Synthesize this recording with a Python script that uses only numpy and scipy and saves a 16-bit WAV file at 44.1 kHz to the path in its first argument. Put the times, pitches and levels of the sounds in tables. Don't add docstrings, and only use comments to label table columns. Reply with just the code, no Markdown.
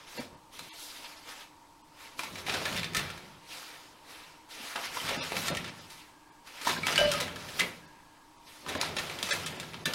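import sys
import numpy as np
from scipy import signal
from scipy.io import wavfile
from scipy.ndimage import uniform_filter1d

SR = 44100
rng = np.random.default_rng(int(sys.argv[2]) if len(sys.argv) > 2 else 0)


def to_linear_factor(level_db):
    exponent = np.asarray(level_db, float) / 20
    return 10 ** exponent


def inscribe(sig):
    pcm = np.round(np.clip(np.atleast_2d(sig).T, -1, 1) * 32767)
    wavfile.write(sys.argv[1], SR, pcm.astype(np.int16))


N = 438354

# [t/s, fade length/s, rustle level/dB, brightness/dB]
BRUSHES = [(0.0, 0.11, -53, -9), (.1, .15, -51, 0.5), (.18, 0.11, -42.5, -1), (.8, 0.42, -51, 9),
           (.95, 0.33, -49.5, -1.5), (1.05, 0.22, -51, -0.5), (1.3, 0.13, -44, -2.5),
           (1.41, 0.09, -49, -2.5), (2.01, 0.24, -50.5, -2), (3.15, 0.4, -54, -3.5),
           (3.52, 0.45, -44.5, -0.5), (4.1, 0.34, -49, -2), (4.65, 0.55, -43, -1), (5.78, 0.26, -55.5, 2),
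           (5.92, 0.25, -51.5, 0.5), (6.56, .2, -48, -6), (7.4, 0.54, -47.5, -3.5), (7.49, 0.13, -47, 1),
           (8.49, 0.96, -54.5, 0)]
# [t/s, fade length/s, rustle level/dB, brightness/dB]
TUGS = [(2.3, .2, -51, -2), (2.385, 0.1, -43, -2), (2.78, 0.053, -36.5, -7), (4.85, 0.047, -35, -3.5),
        (4.95, 0.81, -39, -2), (5.09, 0.18, -37.5, -8.5), (5.22, 0.59, -40.5, -4), (5.38, 0.15, -36.5, 3),
        (5.48, 0.021, -33.5, 0.5), (5.575, .05, -47, -6), (5.67, 0.051, -43.5, -17), (6.68, 0.15, -32, 0),
        (6.88, 0.35, -33.5, -5.5), (6.98, 0.26, -35, -7), (7.13, 0.27, -36, -5), (7.58, 0.22, -43, 3.5),
        (9.26, 0.43, -37.5, -1.5), (9.55, 0.81, -51.5, -4)]
# [t/s, fade length/s, rustle level/dB, brightness/dB]
YANKS = [(.535, 1, -52, 1), (2.19, 0.18, -46, 2), (2.475, 0.37, -36.5, -5), (2.655, 0.32, -38.5, -2.5),
         (2.955, 0.22, -38.5, -4.5), (4.51, 0.44, -46, -2.5), (6.47, .3, -51.5, -3),
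         (8.68, 0.31, -42, -6.5), (8.815, 0.14, -35, -7), (8.97, 0.48, -41.5, -2), (9.86, .3, -42, -3)]
# [f/Hz, level/dB per Hz]
TISSUE = [(150, -46), (250, -6.5), (380, -9.5), (476, -1.5), (547, -5.5), (906, -2.5), (2400, -1),
          (5070, -3.5), (7570, -10.5), (11300, -11), (16000, -21.5)]


def sheet():
    dulling_db = 4
    level_db, bright_db = blend(
        (-70.5, -12),
        strokes(BRUSHES, rise_db_per_s=236, bend=1.67, dulling_db=dulling_db),
        strokes(TUGS, rise_db_per_s=220, bend=1.61, dulling_db=dulling_db),
        strokes(YANKS, rise_db_per_s=700, bend=2.08, dulling_db=dulling_db))
    crumple = np.clip(0.5 + (level_db + 35.5) / 60, 0, 1)
    grains = crackle(N, 3000 * lumpy(70, 3.5), 1.8)
    hiss = rng.standard_normal(N) * lumpy(40, 0.39)
    drive = (1 - crumple) * hiss + crumple * grains
    body = evened(patchy(coloured(drive, TISSUE), depth_db=1.83))
    return to_linear_factor(level_db + 0.64) * (body + treble(body, 3130) * (to_linear_factor(bright_db + 1) - 1))


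def strokes(rows, rise_db_per_s, bend, dulling_db=0):
    s, length, db, colour_db = np.transpose(rows)[:, :, None]
    late = np.arange(0, N, 64) / SR - s
    faded = np.maximum(late, 0) / np.maximum(length, 0.01)
    rise_db = rise_db_per_s * np.minimum(late, 0)
    fade_db = 20 * np.minimum(faded, 9) ** bend
    return to_linear_factor(db + rise_db - fade_db) ** 2, colour_db - dulling_db * faded


def blend(at_rest, *groups):
    power, colour_db = map(np.vstack, zip(*groups))
    rest_power = to_linear_factor(at_rest[0]) ** 2
    total = power.sum(0) + rest_power
    mean_db = ((power * colour_db).sum(0) + rest_power * at_rest[1]) / total
    curves = (10 * np.log10(total), mean_db)
    return [np.interp(np.arange(N), np.arange(0, N, 64), c) for c in curves]


def patchy(x, depth_db):
    hz, t, z = signal.stft(x, SR, nperseg=256)
    folds = rng.standard_normal(z.shape[::-1])
    folds = uniform_filter1d(uniform_filter1d(folds, size=12, axis=0), size=5, axis=1)
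    return signal.istft(z * to_linear_factor(depth_db * evened(folds).T), SR, nperseg=256)[1][:N]


# [t/s, peak level/dB, ring f/Hz, treble/dB]
SNAPS = [(0.591, -36.5, 4200, -4), (2.3559, -31, 2080, -16), (2.654, -18.5, 1710, -18),
         (2.8315, -27, 2200, -14), (2.8428, -22.5, 1800, -17), (2.9343, -36, 2030, -8),
         (2.9473, -18, 1800, -10), (2.9665, -14.5, 1820, -10), (5.3662, -27, 1340, -15),
         (5.482, -18.5, 1350, -13.5), (5.5694, -23.5, 1900, -12), (5.6429, -30.5, 1780, -28),
         (5.901, -43.5, 3820, -3), (6.9581, -18, 4570, -19), (6.9776, -11.5, 3130, -17),
         (7.1152, -15.5, 1350, -9.5), (7.2795, -30, 1350, -23), (7.3594, -28, 1280, -15),
         (7.4847, -33, 1760, -19), (7.5958, -13.5, 3100, -11), (8.8122, -18.5, 4300, -11.5),
         (9.188, -29, 3130, -14), (9.2275, -19.5, 3400, -10.5), (9.599, -26.5, 3530, -10.5),
         (9.629, -31, 1400, -22), (9.8556, -17, 1450, -9.5), (9.9354, -20.5, 4600, -11)]
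# [t/s, peak level/dB, ring f/Hz, treble/dB]
KNOCKS = [(0.5921, -31.5, 1090, -15), (2.1917, -22.5, 965, -11.5), (2.4648, -24, 2400, -18),
          (3.176, -35, 2390, -12), (4.4892, -48, 4460, -12), (4.7589, -21, 1350, -29),
          (4.9701, -27.5, 991, -18), (5.5488, -25.5, 2240, -12), (6.4714, -34.5, 1620, -12),
          (6.671, -21.5, 982, -10), (6.8678, -16, 3210, -13), (7.0883, -36, 3120, -12),
          (8.6625, -35, 1260, -20), (8.7503, -25.5, 1030, -29), (8.9662, -20, 3280, -12),
          (9.0972, -25.5, 2230, -18), (9.3994, -33, 1800, -14), (9.7417, -30.5, 3200, -28)]
# [t/s, peak level/dB, ring f/Hz, treble/dB]
CRUSHES = [(2.2327, -24, 2240, -12.5), (2.4939, -18.5, 2350, -23), (2.5381, -18, 1320, -14.5),
           (2.762, -29.5, 2310, -6), (2.9896, -19.5, 1790, -16), (3.0997, -28, 1380, -16),
           (4.8444, -36, 3470, -22), (5.0864, -18, 1320, -19), (6.612, -28, 2300, -13),
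           (6.6477, -24, 999, -16), (6.6927, -17.5, 2760, -20), (6.8803, -17.5, 1940, -17),
           (7.201, -18, 3900, -9), (7.5875, -25, 3360, -22), (7.6117, -20, 2040, -24),
           (8.6885, -23, 1830, -10), (8.9841, -18.5, 1990, -12.5), (9.2884, -22, 1340, -15),
           (9.3072, -16, 1780, -10), (9.3193, -18, 2300, -8), (9.4618, -21.5, 3200, -10.5)]
# [t/s, peak level/dB, ring f/Hz, treble/dB]
TICKS = [(0.5867, -39, 1070, -14), (2.3835, -30, 1940, -14), (2.7954, -23, 1840, -10),
         (2.8315, -23, 1760, -17), (3.0924, -30, 1380, -14), (4.5141, -39, 1390, -16),
         (4.6724, -30, 3890, -14), (4.7082, -32, 2250, -14), (4.9501, -37, 1050, -14),
         (5.0787, -21, 2280, -14), (5.091, -22, 1320, -10), (5.3198, -22, 2170, -14),
         (5.3672, -17, 1350, -14), (5.471, -28, 1360, -14), (5.5488, -29, 2240, -14),
         (5.5728, -22, 2060, -14), (5.647, -28, 3630, -14), (5.6604, -27, 3120, -17),
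         (5.6794, -27, 1120, -14), (6.5765, -34, 2320, -14), (6.679, -15, 3730, -9.5),
         (6.8319, -24, 2310, -14), (7.1368, -17, 1250, -9), (7.2111, -23, 2010, -10),
         (7.5931, -17, 3400, -14), (7.6057, -12, 2020, -14), (8.6854, -22, 3960, -12),
         (8.6964, -27, 2430, -14), (8.75, -27, 1030, -19), (8.8129, -12, 4160, -18),
         (9.1875, -26, 3110, -14), (9.269, -27, 1740, -10), (9.4034, -31, 1800, -14),
         (9.4615, -26, 2680, -14), (9.7344, -31, 3110, -17)]
# [f/Hz, level/dB per Hz]
KNOCK_COLOUR = [(120, -17.5), (200, -8.5), (867, -4.5), (1770, -1.5), (2800, -1.5), (3190, -3), (3490, -3),
                (9930, -15.5), (16000, -27.5)]


def snaps(rows, rise_ms, ring, ms, full_db):
    out = np.zeros(N)
    low_cut = signal.butter(3, 1150, "high", fs=SR, output="sos")
    for s, db, hz, treble_db in rows:
        clump = coloured(burst(ms, 14000, rise_ms), KNOCK_COLOUR)
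        clump = clump + ring * resonate(clump, hz, 274)
        high = treble(clump, 3850)
        low = clump - signal.sosfiltfilt(low_cut, clump)
        shaped = clump + high * (to_linear_factor(treble_db + 15) - 1) + low * (to_linear_factor(full_db + 16) - 1)
        add(out, s, to_linear_factor(db - 10.0) * shaped)
    return out


def burst(ms, per_s, rise_ms):
    clicks = crackle(count=4000, per_s=per_s, spread_db=1.0)
    t = np.arange(len(clicks)) / SR * 1000
    decay = np.exp(-t / max(ms, 1)) + 0.91 * np.exp(-t / 2.1)
    return clicks * decay * (1 - np.exp(-t / max(rise_ms, 0.1)))


# [t/s, peak level/dB, f/Hz]
CRACKS = [(.588, -36, 5500), (2.496, -25, 3200), (2.541, -26, 4600), (2.655, -27, 4000), (2.767, -28, 3500),
          (2.846, -24, 4500), (5.368, -24, 5000), (5.472, -28, 6000), (5.484, -24, 6500),
          (7.043, -26, 4500), (7.09, -28, 5000), (7.212, -25, 5200), (7.598, -22, 7000),
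          (8.8145, -16, 4800), (9.098, -30, 4000), (9.229, -23, 4500), (9.463, -24, 8000),
          (9.9365, -24, 4800)]


def cracks():
    out = np.zeros(N)
    ms = np.arange(-90, 90) / SR * 1000
    for s, db, hz in CRACKS:
        cycles = hz * ms / 1000
        add(out, s - 0.002, to_linear_factor(db) * np.exp(-(cycles / 1.1) ** 2) * np.sin(2 * np.pi * cycles))
    return out


# [f/Hz, width/Hz, level/dB]
HOLDER_MODES = [(1352, 39, 1), (1792, 39, -5), (2305, 90, -7), (3215, 70, -8), (3720, 200, -9.5)]


def holder(x):
    return sum(to_linear_factor(db) * resonate(x, hz, width) for hz, width, db in HOLDER_MODES)


# [t/s, peak level/dB, ring f/Hz, length/ms]
PAWS = [(0.187, -36, 243, 14), (0.19, -42, 250, 22), (0.327, -46, 178, 25), (0.59, -46, 1110, 25),
        (2.959, -28.5, 128, 48), (4.599, -38, 900, 25), (4.756, -25, 750, 29), (5.109, -25, 570, 24),
        (5.319, -21, 550, 14), (5.499, -23, 590, 29), (6.668, -16, 933, 27), (7.619, -26.5, 240, 29),
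        (8.752, -27, 480, 19), (9.879, -24.5, 557, 14)]


def paws():
    out = np.zeros(N)
    for s, db, hz, ms in PAWS:
        clump = burst(ms, 5000, 0.7)
        add(out, s, to_linear_factor(db + 4.0) * (resonate(clump, hz, 137) + 0.36 * resonate(clump, 340, 500)))
    return out


# [t/s, f/Hz, level/dB, t60/s]
GLASS = [
    (6.978, 2976, -22.5, .36),
    (6.978, 2940, -19, .035),
    (6.978, 1588, -25.5, .35),
    (6.988, 580, -23.5, .12),
    (7.013, 600, -21, .06),
    (7.013, 592, -26, 1.5),
    (7.038, 600, -31, .1),
    (7.0755, 592, -33, .3),
    (7.033, 560, -33, .15),
]
# [t/s, f/Hz, level/dB, t60/s]
RINGS = [(6.833, 2275, -27, 0.12), (6.958, 4500, -22, 0.047), (6.978, 4790, -34.5, 0.31),
         (6.978, 3420, -34, 0.16), (6.978, 2330, -29, 0.19), (7.115, 1400, -37, .2),
         (2.949, 1306, -34, 0.15), (2.948, 1770, -38, 0.2), (6.835, 1290, -37, 0.25), (.18, 1800, -64, .12),
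         (.18, 2700, -46, .12), (0.183, 950, -42.5, 0.11), (0.177, 492, -42.5, 0.17),
         (0.192, 250, -39, 0.08), (4.97, 1010, -24, 0.018), (7.117, 3150, -37, 0.23),
         (7.605, 3250, -33, 0.1), (7.0, 672, -30, 0.17), (7.108, 572, -33, 0.38), (7.18, 575, -47, .3),
         (7.214, 500, -33.5, .15), (7.14, 1255, -33, .15), (7.2, 2010, -38, 0.18), (6.671, 985, -23.5, .07),
         (6.69, 1120, -36, .12), (8.752, 1030, -32.5, .06), (8.757, 620, -32.5, .12),
         (8.664, 1000, -39, 0.11), (2.48, 760, -32, 0.065), (2.53, 720, -35.5, .2), (2.662, 1700, -35, .1),
         (7.0, 41, -44, .7), (5.322, 550, -35, .08), (7.013, 3010, -38, 0.15), (7.04, 4840, -42, .15),
         (7.29, 3150, -44, .1), (2.193, 975, -38, .05), (2.192, 2400, -29, .05), (5.505, 560, -32, 0.15),
         (9.864, 1765, -30, .13), (4.6, 230, -46, .15), (5.17, 262, -38.5, 0.19), (7.6, 2050, -29.5, 0.13),
         (7.6, 2800, -42, .08)]
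# [t/s, f/Hz, level/dB, t60/s]
TAPS = [(.192, 540, -39, .05), (.2, 240, -35, .05), (.327, 110, -47, .06), (2.233, 900, -36, .06),
        (2.555, 1500, -31, .08), (2.715, 200, -35, .08), (2.8315, 2200, -31, .02), (2.975, 190, -34, .1),
        (5.0, 3100, -35, .1), (5.367, 2300, -27, .025), (5.375, 200, -36, .08), (6.765, 1600, -33, .08),
        (6.83, 200, -38, .1), (6.925, 1380, -31, .07), (7.365, 1700, -38, .06), (8.751, 1700, -30, .025),
        (8.753, 240, -33, .06), (8.83, 950, -31, .06), (9.188, 3150, -33, .02), (9.235, 200, -41, .1),
        (9.31, 3400, -34, .1), (9.318, 1750, -31, .1), (9.856, 3600, -24, .025), (9.872, 2700, -33, .08),
        (9.875, 250, -36, .1)]


def rings():
    out, t = np.zeros(N), np.arange(SR) / SR
    for s, hz, db, t60 in GLASS + RINGS + TAPS:
        pair = np.sin(2 * np.pi * hz * t) + 0.25 * np.sin(2 * np.pi * (hz + 27) * t)
        damped_db = -15 * np.clip((s + t - 7.102) / 0.006, 0, 1) * (6.9 < s < 7.1)
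        add(out, s, to_linear_factor(db - 60 * t / t60 + damped_db) * pair * (1 - np.exp(-t / 0.00052)))
    return out * lumpy(90, 0.79)


# [t/s, coasting length/s, drumming level/dB, cardboard rattle above it/dB]
SPINS = [(.19, 0.23, -54, 4.5), (.61, 0.14, -56.5, 1), (2.19, 0.17, -67, 15), (2.32, 0.73, -51, -1.5),
         (2.52, 0.57, -47, 10), (2.75, 0.29, -42, -3), (2.93, 0.53, -46.5, -0.5), (3.54, 2, -72.5, 14.5),
         (4.64, 0.045, -63, 7), (4.9, .4, -58.5, 4), (5.05, 0.58, -48, -2), (5.19, 0.073, -46.5, 1),
         (5.38, .3, -46, -4), (5.5, 0.44, -44, -3.5), (6.7, 0.87, -47, 1), (6.97, 0.85, -42, -1),
         (7.61, 0.21, -48, 2.5), (8.69, 1.15, -46.5, 5.5), (9.35, 0.92, -47, 0), (9.87, 0.11, -42, -1)]
# [f/Hz, level/dB per Hz]
DRUM = [(15, -46), (25, -22), (59, -8), (87, -2.5), (156, 0.5), (254, 1), (317, -19), (356, 2.5),
        (400, -15), (520, -18), (880, -120)]


def roll():
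    spins = strokes(SPINS, rise_db_per_s=266, bend=1.62)
    drum_db, rattle_db = blend((-71, 3.8), spins)
    bumps = rng.standard_normal(N) + 0.49 * crackle(N, 300, 1.1)
    drum = evened(coloured(bumps, DRUM))
    drum = evened(drum + 1.54 * resonate(drum, 92.6, 18) + 1.9 * resonate(drum, 158.7, 26))
    rattle = evened(resonate(bumps, 404, 450) + 1.2 * resonate(bumps, 548, 220))
    return to_linear_factor(drum_db) * (drum + to_linear_factor(rattle_db - 2.5) * rattle)


# [f/Hz, level/dB per Hz]
AIR = [(20, 7), (120, -2), (500, -15), (1100, 3), (1900, -26), (4500, -11), (9000, -14.5), (16000, -23.5)]
# [f/Hz, width/Hz, level/dB]
VENT = [(303, 19, -66.5), (925, 62, -61), (7830, 55, -83)]
# [t/s, level/dB]
AFTER_RING = [
    [(5.9, -86), (6.2, -67), (6.45, -72)],
    [(7.75, -64), (8.0, -63.5), (8.2, -70), (8.45, -85)],
]


def air():
    out = to_linear_factor(-63.5) * evened(coloured(rng.standard_normal(N), AIR))
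    for hz, width, db in VENT:
        out += to_linear_factor(db) * evened(resonate(rng.standard_normal(N), hz, width))
    hum = evened(resonate(rng.standard_normal(N), 1640, 50))
    for rows in AFTER_RING:
        s, db = np.transpose(rows)
        out += to_linear_factor(np.interp(np.arange(N) / SR, s, db, -120, -120)) * hum
    return out


# [f/Hz, t60/s]
TILES = [(100, 0.82), (400, 0.45), (1000, 0.42), (2800, 0.29), (7300, 0.14), (15000, 0.22)]


def bathroom(x):
    taps = np.zeros(SR)
    at = np.arange(80, SR - 20, 16)
    taps[at + rng.integers(0, 16, len(at))] = rng.choice([-1., 1.], len(at))
    hz, t, z = signal.stft(taps, SR, nperseg=256)
    decay = to_linear_factor(-60 * t / read(TILES, hz)[:, None])
    tail = signal.istft(z * decay, SR, nperseg=256)[1]
    return signal.fftconvolve(x, tail / np.linalg.norm(tail))[:N]


def evened(x):
    return x / np.sqrt(np.mean(x ** 2) + 1e-20)


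def read(points, hz):
    f, value = np.transpose(points)
    return np.interp(np.log(hz + 1), np.log(f + 1), value)


def add(mix, s, sound):
    part = mix[round(s * SR):][:len(sound)]
    part += sound[:len(part)]


def coloured(x, points):
    level_db = read(points, abs(np.fft.fftfreq(4096, 1 / SR)))
    gain = np.log(to_linear_factor(np.maximum(level_db, -100)))
    taps = np.fft.ifft(np.exp(np.conj(signal.hilbert(gain)))).real
    return signal.oaconvolve(x, taps / np.linalg.norm(taps))[:len(x)]


def resonate(x, hz, width):
    return signal.lfilter(*signal.iirpeak(hz, hz / width, SR), x)


def treble(x, hz):
    return signal.sosfilt(signal.butter(2, hz, "high", fs=SR, output="sos"), x)


def lumpy(per_s, spread_db):
    return to_linear_factor(spread_db * evened(uniform_filter1d(rng.standard_normal(N), int(SR / per_s))))


def crackle(count, per_s, spread_db):
    draw = rng.random((count, 2))
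    size = to_linear_factor(spread_db * np.minimum(-np.log(draw[:, 1] + 1e-9), 5))
    struck = draw[:, 0] < per_s / SR
    return evened(size * struck * rng.standard_normal(count))


def scene():
    paper, partials = sheet(), rings()
    jerks = snaps(SNAPS, rise_ms=0.34, ring=1.0, ms=8.3, full_db=-25.0)
    jerks += snaps(KNOCKS, rise_ms=0.69, ring=1.0, ms=7.1, full_db=-13)
    jerks += to_linear_factor(3.0) * snaps(CRUSHES, rise_ms=3.35, ring=0.89, ms=9.8, full_db=-15.5)
    jerks += to_linear_factor(-3.5) * snaps(TICKS, rise_ms=0.25, ring=1.8, ms=2.0, full_db=-29)
    steady = roll() + air()
    blows = paws() + cracks() + to_linear_factor(-1.5) * jerks + holder(jerks + to_linear_factor(-11.5) * paper)
    wet = to_linear_factor(-12.5) * paper + to_linear_factor(-4.0) * blows + to_linear_factor(-15.5) * partials
    mono = to_linear_factor(0.28) * paper + blows + partials + steady + bathroom(wet)
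    return np.array([mono, mono])


# [t/s, length/ms, prominence needed to survive/dB]
THINNED = [(.08, 18, -1), (.19, 20, 0), (.36, 18, -4), (.712, 36, 3), (.83, 20, 1), (1.06, 18, 0),
           (1.175, 20, 1), (1.83, 16, 0), (2.28, 18, -2), (5.187, 24, 0), (5.214, 30, 3), (5.525, 16, -5),
           (5.695, 14, -5), (5.8, 18, -1), (6.31, 16, 0), (6.785, 18, -4), (7.058, 14, -6), (7.235, 16, -5),
           (7.868, 14, 0), (8.38, 16, -3), (8.47, 18, -1), (8.791, 14, -1), (8.979, 22, 1), (9.319, 20, 3),
           (9.447, 10, 0), (9.535, 12, -2), (9.578, 16, -1), (9.81, 16, -4), (9.847, 9, 8)]


def thinned(x):
    hz, t, z = signal.stft(x, SR, nperseg=1024, noverlap=768)
    z = z * (hz < 15850)[:, None]
    for s, ms, margin_db in THINNED:
        share = np.clip((ms / 2000 - abs(t - s)) / 0.003 + 1, 0, 1)
        hit = share > 0
        size = abs(z[:, hit]).mean(axis=1)
        local = abs(uniform_filter1d(size, size=40)) + 1e-12
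        bar = to_linear_factor(margin_db - 3.5) * local ** 0.55 * local.max() ** 0.45
        kept = np.clip(size / bar, 0, 1) ** 14
        z[:, hit] *= 1 - share[hit] * (1 - 1.38 * kept[:, None])
    return signal.istft(z, SR, nperseg=1024, noverlap=768)[1][:N]


def band_limit(x):
    return signal.sosfilt(signal.butter(12, 16710, fs=SR, output="sos"), x)


def record(dry):
    mono = thinned(dry[0])
    return band_limit(np.array([mono, mono]))


dry = scene()
out = record(dry)
inscribe(out)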